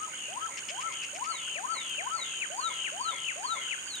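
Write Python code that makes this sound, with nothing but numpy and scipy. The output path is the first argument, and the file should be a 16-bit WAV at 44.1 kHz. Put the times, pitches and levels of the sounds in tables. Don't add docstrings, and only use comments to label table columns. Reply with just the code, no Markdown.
import sys
import numpy as np
from scipy import signal
from scipy.fft import rfft, irfft
from scipy.io import wavfile

SR = 44100
rng = np.random.default_rng(int(sys.argv[2]) if len(sys.argv) > 2 else 0)


def transcribe(u):
    v = np.clip(np.atleast_2d(u).T, -1, 1)
    q = np.round(v * 32767).astype(np.int16)
    wavfile.write(sys.argv[1], SR, q)


N = 176400
TIME = np.arange(N) / SR


def rising_whistles():
    # time_from_top_s, pitch_hz, level_db, left_over_right_db
    glide = [(-.168, 530, -16.5, 11), (-.15, 650, -16.5, 0), (-.13, 720, -12.5, 13), (-.095, 860, -14, 16),
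             (-.069, 1054, 0.5, 10.5), (-.055, 1146, -15.5, -2), (-.043, 1216, -12.5, 8.5),
             (-.025, 1305, -3.5, 20), (0, 1363, -1, 21), (.022, 1329, -3.5, 25), (0.034, 1156, -21, 8),
             (0.048, 1028, -7, 7.5), (0.067, 936, -29, 24)]
    # top_s, level_db, top_pitch_hz
    calls = [(0.036, -35.5, 1292), (.448, -32, 1346), (0.866, -32, 1350), (1.298, -30.5, 1349),
             (1.722, -29.5, 1349), (2.146, -30, 1359), (2.666, -29, 1351), (3.085, -29.5, 1353),
             (3.525, -29.5, 1358)]
    top_hz = max(row[1] for row in glide)
    return whistles(glide, [(s, db, hz / top_hz) for s, db, hz in calls])


def falling_whistles():
    # time_from_knee_s, pitch_hz, level_db, left_over_right_db
    glide = [(-.28, 4930, -23, 3), (-.222, 4250, -6, 4), (-.206, 4050, -10, 4), (-.189, 3870, -3.5, 3),
             (-.148, 3470, -14, 9), (-.07, 3170, -8.5, 13), (-.006, 3040, -7, 9), (.011, 2580, 0, 13),
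             (.038, 1640, -5, 12), (.058, 1080, -17, 8)]
    # knee_s, level_db
    calls = [(1.55, -36), (1.978, -34), (2.411, -33), (2.847, -33), (3.277, -33.5), (3.706, -33.5),
             (4.137, -33.5)]
    return whistles(glide, calls, flutter_db=2.2)


def rasps(length_s=0.03, edge_s=0.0045, pulse_hz=333.4):
    # start_s, level_db
    bursts = [(0.57, -37.5), (.683, -37.5), (0.801, -40), (0.918, -44), (1.024, -40.5), (1.145, -43.5),
              (1.237, -41.5)]
    # frequency_hz, level_db
    colour = [(1000, -37), (1600, -11), (2200, 6.5), (3000, 7), (3700, -10.5), (5200, -4), (8000, -9),
              (11000, -49)]
    level = sum(from_db(db) * ramps(TIME, s, s + length_s, edge_s) for s, db in bursts)
    rate_hz = pulse_hz * (1 + 0.1973 * drift(81))
    pulses = 1 + 0.38 * np.sin(2 * np.pi * np.cumsum(rate_hz) / SR)
    return level * pulses * noise(colour, side_db=-8.5) * panned(6)


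def duet(right_lag_s=0.0003):
    left, right = rising_whistles() + falling_whistles()
    pair = np.array([left, np.interp(TIME - right_lag_s, TIME, right)]) + rasps()
    return pair + from_db(-9.5) * reeds(pair, t60_s=0.75)


def far_bird():
    # time_from_low_note_s, pitch_hz, level_db
    drop = [(-.025, 954, 1), (-.003, 686, -5.5), (.03, 492, -5.5)]
    low_note = [(0, 2090, 1.5), (.025, 2150, 8), (.05, 2150, 6), (.075, 2058, 4)]
    high_note = [(.06, 3059, -5), (.16, 2868, 1), (.25, 2601, -15)]
    # low_note_s, drop_and_low_level_db, high_level_db
    phrases = [(.09, -57, -43.5), (0.501, -55, -82), (0.86, -53, -41.5), (1.315, -52.5, -41),
               (1.746, -51, -41), (2.179, -50.5, -42), (2.675, -52.5, -39.5), (3.111, -51, -40.5),
               (3.549, -49, -43.5)]
    lows = [(s, db) for s, db, _ in phrases]
    highs = [(s, db) for s, _, db in phrases]
    notes = [(drop, lows, .044), (low_note, lows, .044), (high_note, highs, .056)]
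    song = sum(whistles(glide, calls, wobble, wobble_hz=244) for glide, calls, wobble in notes)
    return (from_db(0.5) * song + reeds(song, t60_s=0.3)) * panned(5.5)


def chirps(starts, level_db, spread_db=3, detune=0.026):
    # time_from_start_s, pitch_hz, level_db
    blip = [(-.007, 1430, -3), (.002, 1540, 1.5), (.009, 1950, -10)]
    peep = [(.005, 2690, 4), (.014, 3120, 3), (.034, 3120, -13)]
    draws = rng.uniform(-1.05, 1, (len(starts), 3)).T
    blip_db, peep_db = level_db + spread_db * draws[:2]
    pitch_ratio = 1 + detune * draws[2]
    blips = whistles(blip, zip(starts, blip_db, pitch_ratio), wobble=0.015)
    return blips + whistles(peep, zip(starts, peep_db, pitch_ratio), wobble=0.015)


def frogs(crowd_per_s=20):
    near_starts = [.139, .322, .422, .46, .623, .745, .77, 1.033, 1.092, 1.188, 1.48, 1.668, 1.947, 2.045,
                   2.072, 2.1, 2.34, 2.45, 2.507, 2.603, 2.843, 2.968, 3.083, 3.432, 3.68, 3.783, 3.87,
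                   3.944, 3.972]
    near = chirps(near_starts, level_db=-46.5) * panned(-10.5)
    crowd_starts = rng.uniform(0, N / SR, int(crowd_per_s * N / SR))
    crowd = chirps(crowd_starts, level_db=-48.5)
    return near + reeds(from_db(-13) * near + crowd, t60_s=0.15)


def wing_cycle(strokes_per_s=62.72):
    # time_s, lag_strokes
    lag = [(.32, .59), (.41, 1.5), (.5, 1.62), (.8, 1.49), (2.2, 1.54), (2.7, 1.47), (3.13, 1.52),
           (3.21, 2.5), (3.3, 2.72), (4, 2.54)]
    return (TIME * strokes_per_s - np.interp(TIME, *np.transpose(lag))) % 1


def cricket(cycle, jitter_hz=27, stumbles_s=(.37, 3.18), dip_db=14, dip_width_s=.05):
    # cycle_share, pitch_hz, level_db, left_over_right_db
    stroke = [(0, 6800, -20.5, -2), (.09, 6863, -2, -60), (.33, 6790, -5, -14), (.53, 6592, 4, -8.5),
              (.63, 6333, -18, 12), (.86, 6495, -8.5, 32)]
    share, *columns = np.transpose(stroke)
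    hz, db, pan_db = [np.interp(cycle, share, c, period=1) for c in columns]
    turns = np.cumsum(hz + jitter_hz * drift(180)) / SR
    stroke_start = np.maximum.accumulate(np.arange(N) * (np.diff(cycle, prepend=0) < 0))
    tone = np.sqrt(2) * np.sin(2 * np.pi * (turns - turns[stroke_start]))
    stumble = sum(np.exp(-((TIME - s) / dip_width_s) ** 2) for s in stumbles_s)
    stroke_ends = np.abs(np.cos(np.pi * cycle))
    buzz = tone * from_db(-40 + db - dip_db * stumble * stroke_ends + drift(420)) * panned(pan_db)
    return buzz + from_db(-6) * reeds(buzz, t60_s=0.19)


def insect_chorus(cycle):
    # frequency_hz, level_db
    colour = [(7200, -64), (7700, -8), (8150, -1), (8750, 1), (9400, -6.5), (10900, -27), (13300, -23),
              (15500, -29)]
    throb = 1 + 0.052 * np.cos(2 * np.pi * cycle)
    return from_db(-50) * noise(colour, side_db=-11) * throb


def stems(decay_s=0.0053):
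    # start_s, level_db
    ticks = [(1.895, -46), (3.954, -44)]
    level = sum(from_db(db) * (TIME > s) * np.exp(-np.abs(TIME - s) / decay_s) for s, db in ticks)
    return level * noise([(4000, -2), (11000, 3), (16000, -15)], side_db=-11)


def hush():
    # frequency_hz, level_db
    colour = [(25, -19), (60, -8), (140, -0.5), (450, 0.5), (700, -2), (3000, 2.5), (3800, -8.5),
              (5500, -8.5), (7400, -7), (11000, -25)]
    return from_db(-47.5) * noise(colour, side_db=0.5)


def whistles(glide, calls, wobble=0.00296, wobble_hz=60, flutter_db=.5):
    s, hz, db, *pan_db = np.transpose(glide)
    out = np.zeros((2, N))
    waver = 1 + wobble * drift(wobble_hz)
    swell_db = flutter_db * drift(37)
    for call_s, level_db, *ratio in calls:
        on = (TIME > call_s + s[0]) & (TIME < call_s + s[-1])
        t = TIME[on] - call_s
        phase = 2 * np.pi * np.cumsum(np.interp(t, s, hz) * waver[on] * np.prod(ratio)) / SR
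        tone = np.sqrt(2) * np.sin(phase) * ramps(t, s[0], s[-1], edge_s=.004)
        sides = panned(np.interp(t, s, pan_db[0])) if pan_db else 1
        out[:, on] += tone * from_db(level_db + np.interp(t, s, db) + swell_db[on]) * sides
    return out


def reeds(x, t60_s, delay_s=0.011):
    t = TIME[:SR]
    tail = rng.standard_normal((2, SR)) * from_db(-60 * t / t60_s) * (t > delay_s)
    tail /= np.sqrt(np.sum(tail ** 2, axis=1, keepdims=True))
    return signal.fftconvolve((x + x.mean(0)) / 2, tail, axes=1)[:, :N]


def noise(colour, side_db):
    hz, db = np.transpose(colour)
    bins_hz = np.arange(N // 2 + 1) * SR / N
    gain = from_db(np.interp(np.log(bins_hz + 1), np.log(hz), db, left=-90, right=-90))
    mid, side = irfft(rfft(rng.standard_normal((2, N))) * gain, N)
    return rms_one(mid + from_db(side_db) * side * np.array([[1], [-1]]))


def drift(rate_hz):
    hz = np.arange(N // 2 + 1) * SR / N
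    return rms_one(irfft(rfft(rng.standard_normal(N)) / (1 + (hz / rate_hz) ** 2), N))


def ramps(t, start_s, end_s, edge_s):
    return np.clip(np.minimum(t - start_s, end_s - t) / edge_s, 0, 1)


def panned(pan_db):
    ratio = from_db(np.atleast_1d(pan_db))
    return np.array([ratio, np.ones_like(ratio)]) * np.sqrt(2 / (1 + ratio ** 2))


def from_db(db):
    return 10 ** (np.asarray(db) / 20)


def rms_one(x):
    return x / np.sqrt(np.mean(x ** 2) + 1e-20)


def scene():
    cycle = wing_cycle()
    return duet() + far_bird() + frogs() + cricket(cycle) + insect_chorus(cycle) + stems() + hush()


def record(dry, cutoff_hz=15700):
    return signal.sosfiltfilt(signal.ellip(10, .1, 70, cutoff_hz, fs=SR, output="sos"), dry)


dry = scene()
out = record(dry)
transcribe(out)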